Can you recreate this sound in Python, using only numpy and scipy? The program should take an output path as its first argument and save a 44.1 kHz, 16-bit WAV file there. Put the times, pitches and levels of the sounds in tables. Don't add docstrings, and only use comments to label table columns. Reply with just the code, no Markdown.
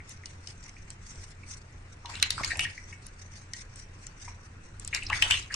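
import sys
import numpy as np
from scipy import signal
from scipy.fft import rfft, irfft
from scipy.io import wavfile
from scipy.ndimage import uniform_filter1d

SR = 44100
rng = np.random.default_rng(int(sys.argv[2]) if len(sys.argv) > 2 else 0)


def digitize_waveform(pressure):
    field = np.atleast_2d(pressure).T
    bounded = np.clip(field, -1, 1)
    quanta = np.round(bounded * 32767).astype(np.int16)
    wavfile.write(sys.argv[1], SR, quanta)


N = 244755

# frequency in Hz, relative level in dB.
# Room, spray and hiss share a sharp treble cut near 10 kHz, a band limit laid over their natural tone.
ROOM_EQ = [(90, -2), (150, -3.5), (300, -13), (760, -14.5), (1500, -12.5), (2600, -17), (3300, -26.5),
           (9000, -30.5), (9900, -63.5)]
RUMBLE_EQ = [(8, 4), (30, -1.5), (60, 0.5), (100, 0.5), (200, -16.5), (400, -18)]
SPRAY_EQ = [(300, -21.5), (1200, -4.5), (2100, -1.5), (3300, -4), (4800, -3.5), (7000, -6.5), (9200, -9),
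            (9900, -21), (11000, -21.5)]
LAP_EQ = [(1300, -16), (2000, -2), (2900, -14), (5000, -7), (5900, 1), (6700, -7), (8900, -8), (9900, -28),
          (11000, -28)]
# frequency in Hz, left-right likeness from 0 to 1.
PORT_LIKENESS = [(100, 1.), (280, 0.99), (600, 0.057), (3000, 0.26), (9000, 0.03)]
# frequency in Hz, left lead in radians.
PORT_LEAD = [(260, 0.022), (780, 0.96), (2900, 2.29), (5300, 8.9), (8300, 4.3), (11000, 6.9)]
# frequency in Hz, left over right in dB.
PORT_BALANCE = [(1200, -.5), (2200, 2.5), (7400, 1.5)]
# pitch in Hz, resting level in dB.
MOTOR_ORDERS = [(30.5, -55.5), (90.5, -54.5), (120.5, -64)]
# peak in seconds, bass lift in dB, rise and fall in seconds.
JOSTLES = [(1.19, 11, 0.053, 0.037), (2.548, 10, 0.38, 0.16), (5.35, 9.5, 0.68, 0.15)]
# frequency in Hz, time to fall 60 dB in seconds.
TAIL_DECAY = [(600, 0.23), (2500, 0.37), (6000, 0.039), (11000, 0.021)]
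# pitch in Hz, relative level in dB.
WALL_MODES = [(1900, -6), (2780, -5), (2930, 0), (3110, -2)]
# start in seconds, level in dB.
BILL_KNOCKS = [(2.409, -30.5), (2.533, -53)]
# start in seconds, level in dB, centre pitch in Hz.
RUNBACK = [(2.05, -45, 879), (2.128, -43, 2300), (2.381, -40.5, 1202), (2.531, -44, 767),
           (2.597, -36.5, 2660), (2.639, -43.5, 2000), (4.929, -34, 2132), (5.1, -35, 1450),
           (5.123, -36.5, 1934), (5.225, -42, 2880), (5.312, -26, 2787), (5.497, -42.5, 1740)]
# peak in seconds, level in dB, fall in seconds.
BILL_SPLASHES = [(2.098, -47.5, 0.085), (2.157, -39.5, 0.035), (2.229, -36.5, 0.051), (2.313, -39, 0.27),
                 (2.444, -35.5, 0.02), (2.485, -38, 0.079), (2.607, -34, 0.061), (4.81, -52.5, 0.64),
                 (4.95, -40, 0.1), (5.141, -31.5, 0.064), (5.23, -29, 0.073), (5.31, -31.5, 0.097),
                 (5.526, -41, 0.065)]
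# start in seconds, level in dB, starting pitch in Hz,
# glide as the share of pitch gained or lost over half the ring.
LONE_BUBBLES = [(0.003, -36.5, 2140, -0.038), (0.236, -38, 2040, -0.053), (0.765, -39, 2260, 0.15),
                (1.432, -38, 2295, -0.011), (2.048, -30.5, 970, -0.022), (2.095, -32.5, 948, 0.47),
                (2.2262, -17, 1680, 0.81), (2.231, -33, 2650, 0.32), (2.38, -22.5, 1270, 0.12),
                (2.397, -23.5, 1320, -0.44), (2.411, -35.5, 627, 0.71), (2.434, -20.5, 2153, 0.042),
                (2.505, -22.5, 1828, 0.022), (2.514, -19, 1832, -0.019), (2.554, -28.5, 2315, 0.33),
                (2.594, -15.5, 2184, 0.26), (2.607, -20.5, 2950, -0.13), (2.65, -22.5, 1840, .05),
                (2.777, -28, 1940, .1), (2.926, -31, 2135, 0.098), (3.536, -31.5, 1980, -0.092),
                (4.278, -32, 993, -0.048), (4.281, -37, 2020, 0.32), (4.928, -20.5, 2196, -0.027),
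                (4.956, -26.5, 2580, -0.16), (5.023, -26, 2830, -0.26), (5.065, -21, 5030, .02),
                (5.101, -20, 1057, 0.35), (5.117, -26.5, 775, 0.41), (5.127, -13.5, 1906, 0.16),
                (5.224, -9.5, 3080, -0.059), (5.309, -11.5, 3120, -0.34), (5.316, -27, 3030, 0.02),
                (5.328, -31, 2950, -0.031), (5.51, -30, 1740, -0.039)]
# start in seconds, level in dB, centre in Hz.
WET_SMACKS = [(0.0937, -35.5, 10000), (0.2572, -28.5, 5660), (0.4725, -29.5, 5370), (0.639, -36.5, 6900),
              (0.6927, -39, 5940), (0.903, -30.5, 7800), (1.156, -43, 5560), (2.0576, -31, 3820),
              (2.1536, -26, 3900), (2.1987, -30.5, 3660), (2.226, -7, 3860), (2.3048, -12, 3980),
              (2.433, -29, 5450), (2.446, -20, 5050), (2.5712, -28.5, 9300), (2.593, -17, 2960),
              (2.606, -29, 9900), (2.6475, -31.5, 2720), (3.0662, -35, 9540), (3.5348, -24, 5330),
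              (3.7587, -35, 8660), (4.067, -30.5, 7300), (4.797, -32.5, 8300), (4.848, -25.5, 7650),
              (4.8762, -22.5, 7840), (4.947, -16.5, 4940), (5.033, -35, 8000), (5.099, -23.5, 2700),
              (5.223, -11.5, 2600), (5.3082, -13.5, 2360), (5.5413, -17.5, 5660)]
# peak in seconds, level in dB.
TONGUE_STROKES = [(0.11, -50), (0.291, -53), (0.495, -47.5), (0.662, -49), (.91, -57.5), (1.091, -46.5),
                  (1.219, -46), (1.289, -52.5), (1.519, -44), (2.77, -53), (2.901, -52.5), (3.049, -50),
                  (3.22, -51.5), (3.377, -48), (3.59, -45), (3.792, -49), (4.04, -49.5), (4.252, -46.5)]

ROOM_DB, RUMBLE_DB, TAIL_DB = -55, -53.5, -11
HUM_SWELL = 0.21
WALL_T60_S, WALL_DB = 0.1, -14
TRICKLE_DB, TRICKLE_WANDER_DB = -64, 2.5
BUBBLE_RISE_S, BUBBLE_ROUGHNESS = 0.0017, 0.46
CLUSTER_S, CLUSTER_CYCLES = 0.054, 33
CLUSTER_SINK = 0.166
CRACK_S, CRACK_LEAD_IN = 0.0075, 64
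CRACK_TOP_HZ, CRACK_DULLER_HZ_PER_DB = 14820, 161.5
KNOCK_S, SPLASH_RISE_S, LAP_RISE_S, LAP_FALL_S = 0.0008, 0.015, 0.043, 0.049
TIME, CONTROL_TIME = np.arange(N) / SR, np.arange(0, N, 64) / SR


def amp(db):
    return 10 ** (np.asarray(db) / 20)


def unit_rms(x):
    return x / np.sqrt(np.mean(x ** 2) + 1e-20)


def curve(points, hz):
    f, value = np.transpose(points)
    return np.interp(np.log(hz + 1), np.log(f + 1), value)


def add(mix, s, sound):
    part = mix[:, round(s * SR):][:, :sound.shape[1]]
    part += sound[:, :part.shape[1]]


def from_peak(t, peak_s, rise_s, fall_s):
    return np.where(t < peak_s, (peak_s - t) / rise_s, (t - peak_s) / fall_s)


def swell_power(peak_s, db, rise_s, fall_s):
    return amp(db - 10 * from_peak(CONTROL_TIME, peak_s, rise_s, fall_s) ** 1.6) ** 2


def noise(eq, size, patchy_db, flicker_db):
    hop = size // 4
    frames, hz = N // hop + 5, np.fft.rfftfreq(size, 1 / SR)
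    a, b, c, d, patches = rng.standard_normal((frames, len(hz), 5)).T
    patches = uniform_filter1d(patches, size=size // 128, axis=0)
    patches = unit_rms(uniform_filter1d(patches, size=2048 // hop, axis=1))
    flicker = unit_rms(uniform_filter1d(rng.standard_normal(frames), size=512 // hop + 1))
    likeness = np.clip(curve(PORT_LIKENESS, hz), 0, 1)[:, None]
    left = a + 1j * b
    right = likeness * left + np.sqrt(1 - likeness ** 2) * (c + 1j * d)
    right *= np.exp(-1j * curve(PORT_LEAD, hz))[:, None]
    lean = amp(curve(PORT_BALANCE, hz) / 2)[:, None]
    eq_db = curve([(1, -90), *eq, (SR / 2, -120)], hz)[:, None]
    bands = np.array([left * lean, right / lean]) * amp(eq_db + patchy_db * patches + flicker_db * flicker)
    return unit_rms(signal.istft(bands, nperseg=size, noverlap=size - hop)[1][:, :N])


def room_tone():
    return amp(ROOM_DB) * noise(ROOM_EQ, size=1024, patchy_db=1.5, flicker_db=.5)


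def jostle_db():
    return sum(db * np.exp(-from_peak(TIME, s, rise, fall) ** 3) for s, db, rise, fall in JOSTLES)


def motor_hum():
    slow, hum = TIME[::256], np.zeros(N)
    for hz, db in MOTOR_ORDERS:
        rates_hz = rng.uniform(-5.5, 5, 6)
        waver = sum(np.exp(2j * np.pi * (f * slow + rng.random())) for f in rates_hz) / np.sqrt(6)
        tone = np.exp(2j * np.pi * hz * TIME) * (1 + 0.68 * np.interp(TIME, slow, waver))
        hum += amp(db) * np.sqrt(2) * tone.real
    return amp(HUM_SWELL * jostle_db()) * hum


def rumble():
    return amp(RUMBLE_DB + jostle_db()) * noise(RUMBLE_EQ, size=4096, patchy_db=0, flicker_db=2.5)


def bowl_tail(x):
    taps, slots = np.zeros((2, SR // 2)), np.arange(120, SR // 2 - 20, 20)
    arrivals = slots + rng.integers(0, 20, (2, len(slots)))
    np.put_along_axis(taps, arrivals, rng.choice([-1., 1.], arrivals.shape), 1)
    hz, t, bands = signal.stft(taps, SR, nperseg=256)
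    tail = signal.istft(bands * amp(-60 * t / curve(TAIL_DECAY, hz)[:, None]), SR, nperseg=256)[1]
    tail /= np.linalg.norm(tail[0])
    return amp(TAIL_DB) * signal.fftconvolve(x.mean(0)[None], tail, axes=1)[:, :N]


def wall_ring(x):
    t = np.arange(SR // 8) / SR
    modes = sum(amp(db - 60 * t / WALL_T60_S) * np.sin(2 * np.pi * hz * t) for hz, db in WALL_MODES)
    return amp(WALL_DB) * signal.oaconvolve(x, modes[None] / np.linalg.norm(modes), axes=1)[:, :N]


def trickle_power():
    wander = unit_rms(uniform_filter1d(rng.standard_normal(len(CONTROL_TIME)), size=60))
    return amp(TRICKLE_DB + TRICKLE_WANDER_DB * wander) ** 2


def bill_knock(db):
    age = np.arange(2048) / SR / KNOCK_S
    return amp([[db], [db]]) * 4 * age * (1 - age / 2) * np.exp(-age)


def bubble(hz, t60, glide, chance):
    upper, lower, pan = chance
    t = np.arange(round(min(t60, .15) * SR)) / SR
    phase = 2 * np.pi * hz * (t + glide * t ** 2 / t60)
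    ring = np.sin(phase) + .45 * np.sin(phase * (1.05 + .12 * upper))
    ring += .35 * np.sin(phase * (.94 - .14 * lower))
    ring *= 1 + BUBBLE_ROUGHNESS * np.sin(phase * (.05 + .1 * lower) + 2 * np.pi * upper)
    envelope = amp(-60 * t / t60) * (1 - np.exp(-t / BUBBLE_RISE_S))
    pan_db = 2 + 12 * (pan - .5)
    return amp([[pan_db / 2], [-pan_db / 2]]) * ring * envelope


def gurgle():
    out = np.zeros((2, N))
    for (s, db, hz), crowd in zip(RUNBACK, rng.random((len(RUNBACK), 30, 7))):
        for lateness, spread, softness, life, *chance in crowd:
            level_db = db - 12 * lateness - 3 * np.log(softness + 0.014)
            pitch = hz * np.exp(2.36 * (spread - .55) ** 3) * (1 + CLUSTER_SINK * (.3 - lateness))
            start = s + lateness * (CLUSTER_S + CLUSTER_CYCLES / hz)
            ring = bubble(pitch, t60=0.01 + 0.0428 * life, glide=0.2234, chance=chance)
            add(out, start, amp(level_db) * ring)
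    return out


def bill_spray():
    power = sum(swell_power(s, db, SPLASH_RISE_S, fall) for s, db, fall in BILL_SPLASHES)
    fizz = noise(SPRAY_EQ, size=256, patchy_db=5, flicker_db=3.2)
    return np.interp(TIME, CONTROL_TIME, np.sqrt(power)) * fizz


def smack(db, hz):
    grit = rng.standard_normal((2, 2048))
    t, f = np.arange(2048) / SR, np.fft.rfftfreq(2048, 1 / SR) + 1
    length_s = CRACK_S * (3000 / hz) ** 0.4
    top_hz = CRACK_TOP_HZ + CRACK_DULLER_HZ_PER_DB * db
    envelope = amp(-30 * (t / length_s) ** 2.3) * (1 - np.exp(-t / 0.00027))
    burst = np.roll((grit + 0.18 * grit[::-1]) * envelope, CRACK_LEAD_IN, axis=1)
    gap_ring = amp(3.5 - 10 * (np.log(f / hz) / 0.11) ** 2)
    db_per_octave = -5.5 + 0.083 * db
    skirt = amp(db_per_octave * abs(np.log2(f / hz)) - 10 * (f / top_hz) ** 6)
    low_cut = 1 / (1 + (1000 / f) ** 4)
    crack = irfft(rfft(burst) * (skirt + gap_ring) * low_cut)
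    return amp([[db + 0.69], [db - 1.0]]) * crack / abs(crack.mean(0)).max()


def cat_laps(trickle):
    power = sum(swell_power(s, db, LAP_RISE_S, LAP_FALL_S) for s, db in TONGUE_STROKES)
    hiss = noise(LAP_EQ, size=256, patchy_db=4.5, flicker_db=3.5)
    return np.interp(TIME, CONTROL_TIME, np.sqrt(power + trickle)) * hiss


def scene():
    hits = gurgle()
    for s, db, hz in WET_SMACKS:
        add(hits, s - CRACK_LEAD_IN / SR, smack(db, hz))
    for s, db, hz, glide in LONE_BUBBLES:
        t60 = 0.021 + 14 / hz
        add(hits, s, amp(db) * bubble(hz, t60, glide, rng.random(3)))
    for s, db in BILL_KNOCKS:
        add(hits, s, bill_knock(db))
    room = room_tone()
    resonance = bowl_tail(hits) + wall_ring(hits)
    trickle = trickle_power()
    return hits + resonance + bill_spray() + cat_laps(trickle) + rumble() + motor_hum() + room


def record(dry):
    soft = signal.lfilter(*signal.butter(4, 12200, fs=SR), dry)
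    band_limit = signal.firwin(511, 14100, window=("kaiser", 9), fs=SR)
    return signal.oaconvolve(soft, band_limit[None], "same")


dry = scene()
out = record(dry)
digitize_waveform(out)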